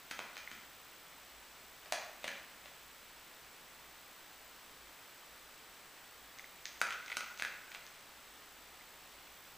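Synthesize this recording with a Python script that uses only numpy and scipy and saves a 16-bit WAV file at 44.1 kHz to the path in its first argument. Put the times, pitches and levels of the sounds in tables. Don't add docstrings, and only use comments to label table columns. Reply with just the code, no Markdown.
import sys
import numpy as np
from scipy import signal
from scipy.fft import rfft, irfft
from scipy.io import wavfile

SR = 44100
rng = np.random.default_rng(int(sys.argv[2]) if len(sys.argv) > 2 else 0)


def wrap_up_sound(samples):
    columns = np.atleast_2d(samples).T
    tamed = np.clip(columns, -1, 1)
    steps = np.round(tamed * 32767).astype(np.int16)
    wavfile.write(sys.argv[1], SR, steps)


N = 422037
TIME = np.arange(N) / SR
BIN_HZ = np.arange(N // 2 + 1) * SR / N
HIT_TIME = np.arange(4096) / SR

# start in seconds, snap, splinter and mouth levels in dB,
# mouth resonance in Hz, thud level in dB, fracture time in seconds.
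CHOMP_HITS = [(0.1104, -44, -47, -44, 1540, -51, 0.0024), (0.191, -43, -53, -44.5, 1510, -43.5, 0.00047),
              (0.5144, -50, -65, -54.5, 1510, -57.5, 0.00073), (1.9225, -36.5, -37, -37, 650, -44, 0.00053),
              (2.242, -41, -49, -46.5, 575, -48, 0.0013), (2.2781, -38.5, -48.5, -63, 585, -49.5, 0.00105),
              (6.8146, -35, -37, -28, 1447, -38, 0.00048), (7.1684, -38.5, -39.5, -37, 1460, -45, .0012),
              (7.422, -40, -44.5, -35.5, 1634, -48.5, 0.00048)]
# start in seconds, snap level in dB.
CHIP_HITS = [(0.3673, -46.5), (1.858, -57.5), (1.9545, -50), (2.657, -54), (6.868, -44), (6.9057, -42),
             (6.924, -43.5), (7.08, -49.5), (7.0995, -46), (7.117, -43.5), (7.126, -48), (7.2066, -42.5),
             (7.397, -42), (7.4486, -41), (7.717, -50), (7.747, -45.5)]
# pitch in Hz, bandwidth in Hz, relative level in dB.
SNAP_RESONANCES = [(1880, 350, 8), (2557, 173, 7.5), (3130, 490, 3)]
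# pitch in Hz, bandwidth in Hz, relative level in dB.
TOOTH_RESONANCES = [(1880, 490, 7), (3650, 470, 6.5), (4570, 820, 4), (6430, 700, 6)]


def bite(snap_db, splinter_db, mouth_db, mouth_hz, thud_db, fracture_s,
         splinter_hz=5270, splinter_s=0.00054, mouth_q=6.2, spread_semitones=0.83):
    # pitch in Hz, bandwidth in Hz, relative level in dB.
    crust_resonances = [(3500, 2200, 3.5), (4550, 1800, 5), (6290, 1440, -1), (8640, 1130, -1.5),
                        (10800, 6900, -9.5)]
    detune = 2 ** (spread_semitones * rng.standard_normal() / 12)
    piece_resonances = [(hz * detune, width, db) for hz, width, db in SNAP_RESONANCES]
    crumbs = at_level(fractures(length_s=0.0047, per_s=200, spread_db=6), db=-13)
    crack = fractures(fracture_s, per_s=14000, spread_db=3.5)
    force = at_level(whiten(crack), 0) + crumbs
    crust_crack = fractures(fracture_s + splinter_s, per_s=30000, spread_db=2)
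    crust_force = at_level(whiten(crust_crack, order=90), 0) + crumbs
    snap = band(ring(force, piece_resonances), 1370, 6000)
    splinters = band(ring(crust_force, crust_resonances), splinter_hz / 1.57, splinter_hz * 2.16)
    mouth = band(resonate(force, mouth_hz, mouth_hz / mouth_q), mouth_hz / 1.17, mouth_hz * 2)
    thud = band(force, 494, 1235)
    return (at_level(snap, snap_db) + at_level(splinters, splinter_db)
            + at_level(mouth, mouth_db) + at_level(thud, thud_db))


def fractures(length_s, per_s, spread_db):
    count = len(HIT_TIME)
    breaks = rng.random(count) < per_s / SR
    sizes = uneven_gains(count, spread_db) * rng.choice([-1, 1], count)
    age = HIT_TIME / length_s
    return breaks * sizes * np.sqrt(age) * np.exp(-age) + 1e-18


def chomp(shape):
    return bite(*shape) + pop(db=-59, hz=248, cycles=0.44)


def chip(start_s, snap_db, shut_db=1.5, open_db=-5, reopen_s=0.21):
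    chomp_s, _, _, _, chomp_hz, _, _ = np.transpose(CHOMP_HITS)
    since_chomp_s = start_s - chomp_s[chomp_s < start_s].max(initial=0)
    mouth_db = snap_db + np.interp(since_chomp_s, [0, reopen_s], [shut_db, open_db])
    nearest = np.argmin(np.abs(chomp_s - start_s))
    mouth_hz = chomp_hz[nearest] * 2 ** (-1 / 12)
    return bite(snap_db, splinter_db=snap_db - 11, mouth_db=mouth_db, mouth_hz=mouth_hz,
                thud_db=snap_db - 10, fracture_s=0.00086)


def tooth_clicks():
    # start in seconds, level in dB.
    contacts = [(0.378, -52), (6.386, -52.5), (6.655, -41), (7.061, -53.5), (7.1, -62), (7.375, -54),
                (7.403, -51), (7.865, -54)]
    clicks = []
    for start_s, db in contacts:
        graze = whiten(fractures(length_s=0.00097, per_s=22000, spread_db=-0.5))
        ping = band(ring(graze, TOOTH_RESONANCES), 1500, 7500)
        clicks.append((start_s, at_level(ping, db)))
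    return placed(clicks)


def grit(level_db=-57, per_s=220, spread_s=0.015, follow=0.25):
    breaks = np.array([row[:2] for row in CHOMP_HITS + CHIP_HITS])
    hardest_db = breaks[:, 1].max()
    swells = [from_db(follow * (db - hardest_db)) / (1 + ((TIME - s) / spread_s) ** 2)
              for s, db in breaks]
    resonances = TOOTH_RESONANCES + SNAP_RESONANCES
    crackle = 0
    for hz, width, _ in resonances:
        ticks = (rng.random(N) < per_s / len(resonances) / SR) * uneven_gains(N, spread_db=4)
        crackle += rms_one(resonate(ticks + 1e-18, hz, width))
    return from_db(level_db) * np.max(swells, axis=0) * rms_one(crackle)


def lip_smacks():
    # start in seconds, level in dB.
    smacks = [(.4755, -45), (6.3945, -48), (6.4425, -51), (7.082, -49), (7.102, -47), (7.1205, -41),
              (7.127, -43), (8.81, -58)]
    return placed((s, pop(db, hz=2080, cycles=1.7)) for s, db in smacks)


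def pop(db, hz, cycles):
    age = HIT_TIME * hz / cycles
    return at_level(np.sin(2 * np.pi * hz * HIT_TIME) * age * np.exp(-age), db)


def room(x, wall_echo_s=0.0097, wall_gain=0.5, early_db=-10, diffuse_s=0.11):
    # frequency in Hz, time to fall 60 dB in seconds.
    decay_times = [(200, 0.75), (700, 0.56), (1500, 0.83), (3000, 0.5), (6000, 0.54), (12000, 0.098)]
    t = np.arange(SR * 3 // 4) / SR
    density = np.clip((t / diffuse_s) ** 2, 0.02, 1)
    arrivals = rng.random((2, len(t))) < density
    echoes = arrivals * rng.choice([-1, 1], arrivals.shape) / np.sqrt(density)
    edges_hz = np.geomspace(100, 18000, num=12)
    tail = 0
    for k, (low, high) in enumerate(zip(edges_hz, edges_hz[1:])):
        t60 = at_hz(decay_times, np.sqrt(low * high))
        tail += band(echoes[k % 2], low, high) * from_db(-60 * t / t60)
    tail[t < wall_echo_s] *= from_db(early_db)
    tail /= np.sqrt(np.sum(tail ** 2))
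    tail[int(wall_echo_s * SR)] += wall_gain
    return signal.fftconvolve(x, tail)[:N]


def electronics(whine_hz=7897, buzz_hz=15254, hum_hz=55):
    phase = 2 * np.pi * whine_hz * TIME
    whine = from_db(-75) * np.sin(phase)
    ticks = from_db(-76) * scan_pulses(decay_s=0.0016, lead_s=0) * np.cos(phase)
    pulses = scan_pulses(decay_s=0.0008, lead_s=0.005) + scan_pulses(decay_s=0.0001, lead_s=0.015)
    buzz = band(pulses * np.sin(2 * np.pi * buzz_hz * TIME), 10500, 18000)
    hum = rms_one(band(rng.standard_normal(N), hum_hz / 1.14, hum_hz * 1.097))
    buzz *= from_db(-63 + 0.6 * wavering(rate_hz=0.5))
    hum *= from_db(-77 + 0.5 * wavering(rate_hz=0.94))
    return np.sqrt(2) * (whine + ticks) + buzz + hum


def scan_pulses(decay_s, lead_s, scan_hz=60.06):
    return rms_one(np.exp(-((TIME + lead_s) % (1 / scan_hz)) / decay_s))


def hiss(level_db=-57, side_db=-14):
    # frequency in Hz, relative level in dB.
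    mid_colour = [(25, -3.5), (52, -20), (90, -7), (200, -5), (500, -2.5), (1200, 0), (2200, -2),
                  (3500, -4.5), (5500, -9), (7500, -11), (9000, -12.5), (11000, -16.5), (15000, -17.5)]
    # frequency in Hz, relative level in dB.
    side_colour = [(24, -55), (40, -18.5), (1270, -1.5), (3820, -1.5), (7220, -2.5), (7970, -21),
                   (8580, -3.5), (12100, -5.5), (13000, -16), (14000, -36)]
    mid = shaped_noise(from_db(at_hz(mid_colour, BIN_HZ)))
    side = shaped_noise(from_db(at_hz(side_colour, BIN_HZ)))
    return from_db(level_db) * (mid + from_db(side_db) * side * [[1], [-1]])


def shaped_noise(gains):
    return rms_one(irfft(rfft(rng.standard_normal(N)) * gains, N))


def wavering(rate_hz):
    return shaped_noise((BIN_HZ > 0) * np.exp(-(BIN_HZ / rate_hz) ** 2))


def uneven_gains(count, spread_db):
    return from_db(spread_db * np.clip(rng.standard_normal(count), -2, 2))


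def whiten(x, order=220):
    spectrum = rfft(x)
    cepstrum = irfft(np.log(np.abs(spectrum) + 1e-12))[:order]
    cepstrum[1:] *= 2
    return irfft(spectrum / np.exp(rfft(cepstrum, len(x))))


def ring(x, resonances):
    return sum((-1) ** k * from_db(db) * np.sqrt(width) * rms_one(resonate(x, hz, width))
               for k, (hz, width, db) in enumerate(resonances))


def resonate(x, hz, width_hz):
    radius = np.exp(-np.pi * width_hz / SR)
    feedforward = np.array([1, 0, -1]) * (1 - radius ** 2) / 2
    feedback = [1, -2 * radius * np.cos(2 * np.pi * hz / SR), radius ** 2]
    return signal.lfilter(feedforward, feedback, x)


def band(x, low_hz, high_hz):
    return signal.sosfilt(signal.butter(2, [low_hz, high_hz], "band", fs=SR, output="sos"), x)


def at_hz(points, hz):
    known_hz, values = np.transpose(points)
    return np.interp(np.log(np.maximum(hz, 1)), np.log(known_hz), values)


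def at_level(x, db):
    return from_db(db) * x * np.sqrt(0.008 * SR / (np.sum(x ** 2) + 1e-20))


def from_db(db):
    return 10 ** (np.asarray(db) / 20)


def rms_one(x):
    return x / np.sqrt(np.mean(x ** 2) + 1e-20)


def placed(events):
    track = np.zeros(N + SR)
    for start_s, sound in events:
        start = int(start_s * SR)
        track[start:start + len(sound)] += sound
    return track[:N]


def scene(width_db=-27, smack_send_db=-10):
    # time in seconds, reverb send in dB.
    facing = [(.15, -4), (.5, -1.5), (2.2, -3.5), (6.6, -5.5), (7.8, -5.5)]
    chomps = placed((s, chomp(shape)) for s, *shape in CHOMP_HITS)
    chips = placed((s, chip(s, db)) for s, db in CHIP_HITS)
    chewing = chomps + chips + tooth_clicks() + grit()
    smacks = lip_smacks()
    send_gain = from_db(np.interp(TIME, *np.transpose(facing)))
    send = send_gain * (chewing + from_db(smack_send_db) * smacks)
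    reverb = room(send) + from_db(width_db) * room(send) * [[1], [-1]]
    return chewing + smacks + reverb + electronics() + hiss()


def record(dry, cutoff_hz=15310):
    return signal.sosfilt(signal.ellip(14, 0.2, 80, cutoff_hz, fs=SR, output="sos"), dry)


dry = scene()
out = record(dry)
wrap_up_sound(out)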